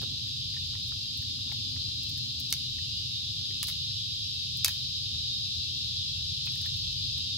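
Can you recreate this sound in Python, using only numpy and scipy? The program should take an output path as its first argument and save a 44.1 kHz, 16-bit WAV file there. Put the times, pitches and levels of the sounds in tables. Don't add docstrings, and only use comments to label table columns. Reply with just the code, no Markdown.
import sys
import numpy as np
from scipy import signal
from scipy.fft import rfft, irfft, next_fast_len
from scipy.io import wavfile

SR = 44100
rng = np.random.default_rng(int(sys.argv[2]) if len(sys.argv) > 2 else 0)


def wrap_up_sound(samples):
    columns = np.atleast_2d(samples).T
    tamed = np.clip(columns, -1, 1)
    steps = np.round(tamed * 32767).astype(np.int16)
    wavfile.write(sys.argv[1], SR, steps)


N = 325281
TIME = np.arange(N) / SR
BINS_HZ = np.maximum(np.fft.rfftfreq(next_fast_len(N), 1 / SR), 1)


def from_db(db):
    return 10 ** (np.asarray(db) / 20)


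def rms_one(x):
    return x / np.sqrt(np.mean(x ** 2) + 1e-20)


def in_time(rows):
    s, *columns = np.transpose(rows)
    return [np.interp(TIME, s, column) for column in columns]


def drift(rate):
    step = 40
    r = np.exp(-2 * np.pi * rate * step / SR)
    noise = rng.standard_normal(N // step + 2002)
    slow = signal.lfilter([1], [1, -2 * r, r * r], noise)[2000:]
    return np.interp(np.arange(N) / step, np.arange(len(slow)), rms_one(slow))


def resonance(x, hz, width_hz):
    r = np.exp(-np.pi * width_hz / SR)
    feed = np.array([1, 0, -1]) * (1 - r * r) / 2
    return signal.lfilter(feed, [1, -2 * r * np.cos(2 * np.pi * hz / SR), r * r], x + 1e-18)


def pair(mid, side, alike):
    alike = np.clip(alike, -1, 1)
    common = np.sqrt(1 + alike) * mid
    apart = np.sqrt(1 - alike) * side
    return np.array([common + apart, common - apart]) / np.sqrt(2)


def far_noise(spectrum, alike, lag_ms=0, pan_db=0):
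    hz, level_db = np.transpose(spectrum)
    size = next_fast_len(N)
    bins = pair(*rfft(rng.standard_normal((2, size))), alike)
    colour_db = np.interp(np.log(BINS_HZ), np.log(hz), level_db)
    colour_db = colour_db - 40 * np.maximum(np.log2(BINS_HZ / hz[-1]), 0)
    bins = bins * from_db(colour_db)
    bins[0] *= from_db(pan_db) * np.exp(-2j * np.pi * BINS_HZ * lag_ms / 1000)
    return rms_one(irfft(bins, size)[:, :N])


def burst(t60, alike):
    t = TIME[:SR // 8]
    snaps = pair(*rng.choice([-1., 1.], (2, len(t))), alike)
    return snaps * from_db(-60 * t / t60)


def add(out, s, sound):
    start = max(round(s * SR), 0)
    out[:, start:start + sound.shape[1]] += sound[:, :N - start]


def coloured(x, points_hz, points_db):
    size = 8192
    hz = np.maximum(np.fft.rfftfreq(size, 1 / SR), 1)
    colour_db = np.interp(np.log(hz), np.log(points_hz), points_db)
    cepstrum = irfft(np.log(from_db(colour_db)))
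    cepstrum[1:size // 2] *= 2
    cepstrum[size // 2 + 1:] = 0
    return irfft(rfft(x, size) * np.exp(rfft(cepstrum)))


# pitch_hz, level_db (per Hz)
AIR_COLOUR = [(300, -1), (700, -9.5), (1500, -12.5), (2050, 2.5), (6800, 4), (7500, 11), (8100, 2.5),
              (9600, 5.5), (10800, 1.5), (12200, 3), (13200, -1.5), (15700, -3.5)]


def air():
    return from_db(-56.0) * far_noise(AIR_COLOUR, alike=0.69, lag_ms=0.2666)


# pitch_hz, level_db (per Hz)
RUMBLE_COLOUR = [(22, -37), (35, -21), (46, -24), (55, -2.5), (63, -20), (80, 1), (105, -2), (128, -1.5),
                 (160, -11), (200, -19), (280, -36.5)]
UPPER_RUMBLE_COLOUR = [(40, -34), (130, -7), (200, -6.5), (245, 1.5), (320, -9), (420, -17), (600, -27),
                       (1000, -26)]
# start_s, level_db
RUMBLE_LEVEL = [(0, -41.5), (.7, -43), (1.05, -44.5), (3.0, -43), (3.55, -44), (3.87, -42), (4.1, -44.5),
                (4.55, -43.5), (4.88, -46.5), (5.15, -43), (5.4, -45.5), (6.1, -42.5), (7.05, -41.5),
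                (7.38, -44.5)]
UPPER_RUMBLE_LEVEL = [(0, -50.5), (.65, -61), (1.6, -54.5), (4.2, -61.5), (5.3, -58.5), (6.15, -62.5),
                      (7.38, -57.5)]


def rumble():
    low_db, = in_time(RUMBLE_LEVEL)
    upper_db, = in_time(UPPER_RUMBLE_LEVEL)
    low = far_noise(RUMBLE_COLOUR, alike=0.99, lag_ms=0.68, pan_db=-0.5)
    upper = far_noise(UPPER_RUMBLE_COLOUR, alike=0.98, lag_ms=0.67, pan_db=-2.0)
    return from_db(low_db) * low + from_db(upper_db) * upper


# level_db (against the chorus at their pitch),
# pan_db (left minus right), lead_ms (of the left side), pitches_hz
PERCHES = [(-9.5, -3.5, -.09, [2655, 2775, 2908, 3094, 3259, 3410, 3575, 3692, 3840]),
           (-12.0, 1.0, -.06, [3020, 3175, 3675, 3785, 3910, 4238, 4317, 4565, 4748, 4997]),
           (-10.5, 6.0, .07, [4045, 4156, 4855, 4872, 5060])]
RASP_WIDTH_HZ, WANDER_HZ, SWELL_DB = 16.0, 8.0, 2.3


def singers(chorus_db):
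    out = np.zeros((2, N))
    for level_db, pan_db, lead_ms, pitches in PERCHES:
        for hz in pitches:
            swell = rms_one(from_db(SWELL_DB * drift(.8)))
            rasp = (drift(RASP_WIDTH_HZ / 2) + 1j * drift(RASP_WIDTH_HZ / 2)) * swell
            voice = rasp * np.exp(2j * np.pi * np.cumsum(hz + WANDER_HZ * drift(1)) / SR)
            lead = np.exp(2j * np.pi * hz * lead_ms / 1000)
            sides = np.array([[from_db(pan_db / 2) * lead], [from_db(-pan_db / 2)]])
            own_db = level_db + np.interp(hz, *np.transpose(CHORUS_COLOUR))
            out += (from_db(own_db) * sides * voice).real
    return from_db(chorus_db) * out


TRILLS_PER_S, TRILL_S, TRILL_DB = 40, .2, -6.5


def trills(chorus_db):
    out = np.zeros((2, N))
    for when, pitch, length, size, glide, place in rng.random((int(TRILLS_PER_S * N / SR), 6)):
        hz = 2900 + 2500 * pitch
        t = TIME[:int(TRILL_S * (.5 + length) * SR)]
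        phase = 2 * np.pi * np.cumsum(hz + 200 * (glide - .5) * t) / SR
        lag = 2 * np.pi * hz * .0004 * place
        level_db = TRILL_DB + np.interp(hz, *np.transpose(CHORUS_COLOUR)) + 6 * (size - .5)
        tone = np.sin([phase - lag, phase])
        add(out, when * N / SR, from_db(level_db) * np.hanning(len(t)) * tone)
    return from_db(chorus_db) * out


# start_s, clicks_per_s, level_db
CICADA_WINDUP = [(0, 185, -45.5), (2.5, 196, -43.5), (4.2, 204, -42), (5.6, 210, -39.3), (7.38, 211, -39.3)]
# faster_hz (clicks per s above the leader), level_db (against it), pan_db (left minus right)
CICADA_VOICES = [(0, 0, 11), (12, -5, 5)]
# pitch_hz, width_hz, level_db
CICADA_BODY = [(3830, 520, 0), (5050, 520, -3)]
CICADA_LOW_HZ, CICADA_LEAD_S = 3000, .00009
CICADA_WANDER_HZ, CICADA_JITTER = 1.5, .012


def cicadas():
    rate_hz, level_db = in_time(CICADA_WINDUP)
    thin = signal.butter(6, CICADA_LOW_HZ, "high", fs=SR, output="sos")
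    out = np.zeros((2, N))
    for faster_hz, own_db, pan_db in CICADA_VOICES:
        click_rate = rate_hz + faster_hz + CICADA_WANDER_HZ * drift(2)
        turns = np.cumsum(click_rate) / SR + CICADA_JITTER * drift(150)
        clicks = np.diff(np.floor(turns), prepend=0) * from_db(1.5 * rng.standard_normal(N))
        buzz = sum(from_db(db) * resonance(resonance(clicks, hz, width), hz, 2 * width)
                   for hz, width, db in CICADA_BODY)
        buzz = rms_one(signal.sosfilt(thin, buzz))
        right = from_db(-pan_db) * np.roll(buzz, round(CICADA_LEAD_S * SR))
        out += from_db(level_db + own_db) * np.array([buzz, right])
    return out


# pitch_hz, level_db (per Hz)
CHORUS_COLOUR = [(1900, -44.5), (2150, -42), (2300, -25), (2600, -15.5), (3000, -10.5), (3450, -4),
                 (3750, -2), (4100, -2.5), (4380, -6.5), (4750, -2.5), (5300, -8), (5650, -14.5),
                 (6150, -14), (6800, -22), (9000, -69)]
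CHORUS_DB, CHORUS_SWELL_DB_PER_S = -37.5, 0.16


def insects():
    chorus_db = CHORUS_DB + CHORUS_SWELL_DB_PER_S * TIME
    pan_db = np.interp(BINS_HZ, [2850, 3880, 5500, 5870], [-2.0, 1.0, -0.4, -1.0])
    mass = from_db(chorus_db) * far_noise(CHORUS_COLOUR, alike=0.0088, lag_ms=0.26, pan_db=pan_db)
    return mass + singers(chorus_db) + trills(chorus_db) + cicadas()


RUSTLE_DB, RUSTLE_SPREAD_S, RUSTLE_REST_DB, RUSTLE_TOP_DB = -41, 0.27, -94, -79.5


def handling():
    power = from_db(RUSTLE_REST_DB) ** 2
    for s, level_db, *_ in KNOCKS:
        nearness = np.exp(-((TIME - s) / RUSTLE_SPREAD_S) ** 2)
        power = power + from_db(level_db + RUSTLE_DB) ** 2 * nearness
    return np.minimum(np.sqrt(power), from_db(RUSTLE_TOP_DB))


def rustle(per_s, spread_db):
    out = np.zeros((2, N))
    pitches = np.geomspace(550, 2200, num=8)
    busy = per_s / len(pitches) * from_db(6.3 * drift(8.1)) / SR
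    for hz in pitches:
        sizes = from_db(spread_db * np.minimum(rng.exponential(1, N), 3))
        taps = (rng.random(N) < busy) * sizes
        out += resonance(resonance(taps, hz, hz / 5), hz, hz / 2)
    return handling() * rms_one(out)


# start_s, level_db,
# pitch_hz
THUMPS = [(0.031, -32, 372), (1.501, -38, 372), (3.498, -31, 358), (4.659, -36, 340), (5.37, -48, 350)]
THUMP_T60_S, THUMP_WIDTH_HZ = 0.073, 99


def thumps():
    out = np.zeros((2, N))
    for s, level_db, hz in THUMPS:
        push = resonance(burst(THUMP_T60_S, alike=0.69), hz, THUMP_WIDTH_HZ)
        add(out, s, from_db(level_db) * resonance(push, hz, THUMP_WIDTH_HZ))
    return out


# start_s, level_db (before the bass is cut)
TICKS = [(.017, -39.5), (.032, -46), (0.278, -45), (.881, -41), (1.1734, -37.5), (1.2216, -43),
         (1.5259, -40), (2.032, -38.5), (2.093, -37.5), (2.176, -37.5), (2.399, -32), (2.503, -34),
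         (4.571, -35), (6.458, -38), (6.554, -41), (6.6147, -38), (6.66, -38), (6.767, -43), (6.52, -43),
         (6.575, -42), (7.18, -41)]


def ticks():
    out = np.zeros((2, N))
    for s, level_db in TICKS:
        add(out, s, from_db(level_db) * burst(0.024, alike=0.18))
    return signal.sosfilt(signal.butter(2, 7500, "high", fs=SR, output="sos"), out)


# start_s, level_db, pitch_hz, width_hz (of the ring)
KNOCKS = [(0.017, -38, 1360, 600), (0.018, -31, 620, 400), (0.030, -24, 513, 250), (0.032, -39, 950, 500),
          (.277, -43, 1900, 500), (0.541, -37.5, 1880, 500), (0.566, -28, 1840, 250),
          (0.735, -42, 1100, 500), (0.751, -37, 1910, 600), (0.753, -40, 1000, 400),
          (0.921, -35.5, 1180, 500), (1.225, -37, 1770, 300), (1.39, -42.5, 990, 400),
          (1.475, -46, 980, 400), (1.497, -42, 900, 400), (1.517, -30.5, 2120, 600), (1.522, -32, 790, 250),
          (1.763, -35.5, 1850, 600), (1.767, -45, 1000, 500), (1.883, -44.5, 1070, 500),
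          (2.176, -41, 1690, 500), (2.786, -34.5, 1850, 300), (3.508, -35, 1900, 400),
          (3.905, -41.5, 1860, 400), (5.148, -43, 940, 500), (5.15, -45, 2000, 500), (5.4, -50, 1390, 400),
          (6.471, -19.5, 2570, 150), (6.472, -48, 850, 400), (6.473, -41, 1600, 500),
          (6.485, -35, 2350, 400), (6.518, -46, 950, 400), (6.557, -40, 1750, 600), (6.614, -40, 1700, 600),
          (6.648, -41, 1500, 600), (6.660, -29, 1780, 600), (6.878, -52, 1120, 400),
          (7.172, -48, 1480, 500), (7.184, -47, 1050, 400)]
KNOCK_TAP_DB, SCRAPE_T60_S = 19, .04


def knocks():
    out = np.zeros((2, N))
    for s, level_db, hz, width_hz in KNOCKS:
        touch = .7 * burst(SCRAPE_T60_S, alike=0.2)
        touch[:, 0] += from_db(KNOCK_TAP_DB)
        main = resonance(resonance(touch, hz, width_hz), hz, 1240)
        hollow = resonance(resonance(touch, 890, 500), 1360, 530)
        thin = signal.butter(3, min(0.21 * hz, 750), "high", fs=SR, output="sos")
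        add(out, s, from_db(level_db) * signal.sosfilt(thin, main + from_db(-9.0) * hollow))
    return out


SPLINTERS, SPLINTER_SPREAD_DB = 150, 4


def splinters(t60):
    t = TIME[:SR // 8]
    sizes = from_db(SPLINTER_SPREAD_DB * np.minimum(rng.exponential(1, len(t)), 3))
    signed = sizes * rng.choice([-1, 1], len(t))
    clicks = signed * (rng.random(len(t)) < SPLINTERS / t60 / SR)
    return rms_one(clicks) * from_db(-60 * t / t60)


# start_s, level_db, splintering_s, tilt_db (treble, per octave),
# body_db (hollow, below 2 kHz), low_ring_hz, high_ring_hz, bounce_ms (delay of the snap's bounce)
CRACKS = [(2.5256, -11.5, 0.02, 0.5, 1, 2160, 4620, 1.35), (3.6294, -18.5, 0.021, 3.5, 10, 1020, 3870, 1),
          (3.671, -35, 0.02, 8, 12, 2000, 3950, 1.3), (3.6808, -33, 0.17, 5.5, 12, 2050, 3950, 1.3),
          (3.6842, -28.5, 0.04, 0.5, 7.5, 2050, 3950, 1.4), (3.699, -31.5, 0.018, 1, 9.5, 2050, 3950, 1.5),
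          (4.6459, -7, 0.025, 2, 0.5, 2360, 4600, 1.49), (4.6603, -23, 0.06, 0.5, 7, 2200, 4800, 1.24),
          (4.6812, -18.5, 0.018, 2.5, 13.5, 1870, 4540, 1.2),
          (4.687, -36.5, 0.11, 0, 13.5, 2450, 3950, 1.2)]
# pitch_hz, level_db (per Hz)
WOOD = [(300, -27), (750, -22), (1020, -13), (1300, -13.5), (1620, -11), (2300, -9), (2950, -4),
        (3800, -1.5), (4900, 1.5), (6300, .5), (7850, -6), (9200, -5.5), (11000, -2.5), (13000, -9),
        (15500, -9)]
# pitch_hz, width_hz, level_db
PILE = [(980, 110, -7), (1190, 110, -3), (1700, 110, -7), (2170, 110, -2), (2550, 110, -1), (2980, 150, -3)]
SNAP_DB, BOUNCE_DB = 19, -3.5
LOW_RING_DB, LOW_RING_WIDTH_HZ, HIGH_RING_DB, HIGH_RING_WIDTH_HZ = 0, 130, -1, 400


def cracks():
    out = np.zeros((2, N))
    hz, wood_db = np.transpose(WOOD)
    hollow = np.interp(hz, [2000, 3200], [1, 0])
    snap = signal.unit_impulse(SR // 8)
    for _ in range(24):
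        snap = signal.lfilter([-.5, 1], [1, -.5], snap)
    for s, level_db, t60, tilt_db, body_db, low_hz, high_hz, bounce_ms in CRACKS:
        bounce = from_db(BOUNCE_DB) * np.roll(snap, round(bounce_ms * SR / 1000))
        splintering = pair(splinters(t60), splinters(t60), alike=.3)
        split = from_db(SNAP_DB) * (snap + bounce) + splintering
        rings = from_db(LOW_RING_DB) * resonance(split, low_hz, LOW_RING_WIDTH_HZ)
        rings += from_db(HIGH_RING_DB) * resonance(split, high_hz, HIGH_RING_WIDTH_HZ)
        for ring_hz, width_hz, db in PILE:
            rings += from_db(db) * resonance(split, ring_hz, width_hz)
        colour_db = level_db + wood_db + tilt_db * np.log2(hz / 5000) + body_db * hollow
        add(out, s, coloured((split + rings) / 2, hz, colour_db))
    return out


# delay_s, level_db
ECHOES = [(.0022, -15), (.0062, -13), (.0118, -11)]
TREES_DB, TREES_T60_S = -12.5, .33


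def clearing(x):
    t = TIME[:SR // 2]
    response = rng.standard_normal((2, len(t))) * from_db(-60 * t / TREES_T60_S) * (t > .004)
    response *= from_db(TREES_DB) / np.sqrt(np.sum(response ** 2) / 2)
    for delay, db in ECHOES:
        rough = burst(delay / 2, alike=0.76)
        add(response, delay, from_db(db) * rough / np.sqrt(np.sum(rough ** 2) / 2))
    return x + signal.fftconvolve(x, response, axes=1)[:, :N]


def scene():
    background = air() + rumble() + insects()
    fire = rustle(per_s=90.0, spread_db=0.5) + thumps() + ticks() + knocks() + cracks()
    return background + clearing(fire)


HEADROOM, CUTOFF_HZ = .5, 15750


def record(dry):
    rounded = dry / (1 + (dry / HEADROOM) ** 4) ** (1 / 4)
    steep = signal.ellip(10, .1, 80, CUTOFF_HZ, fs=SR, output="sos")
    return signal.sosfilt(steep, rounded)


dry = scene()
out = record(dry)
wrap_up_sound(out)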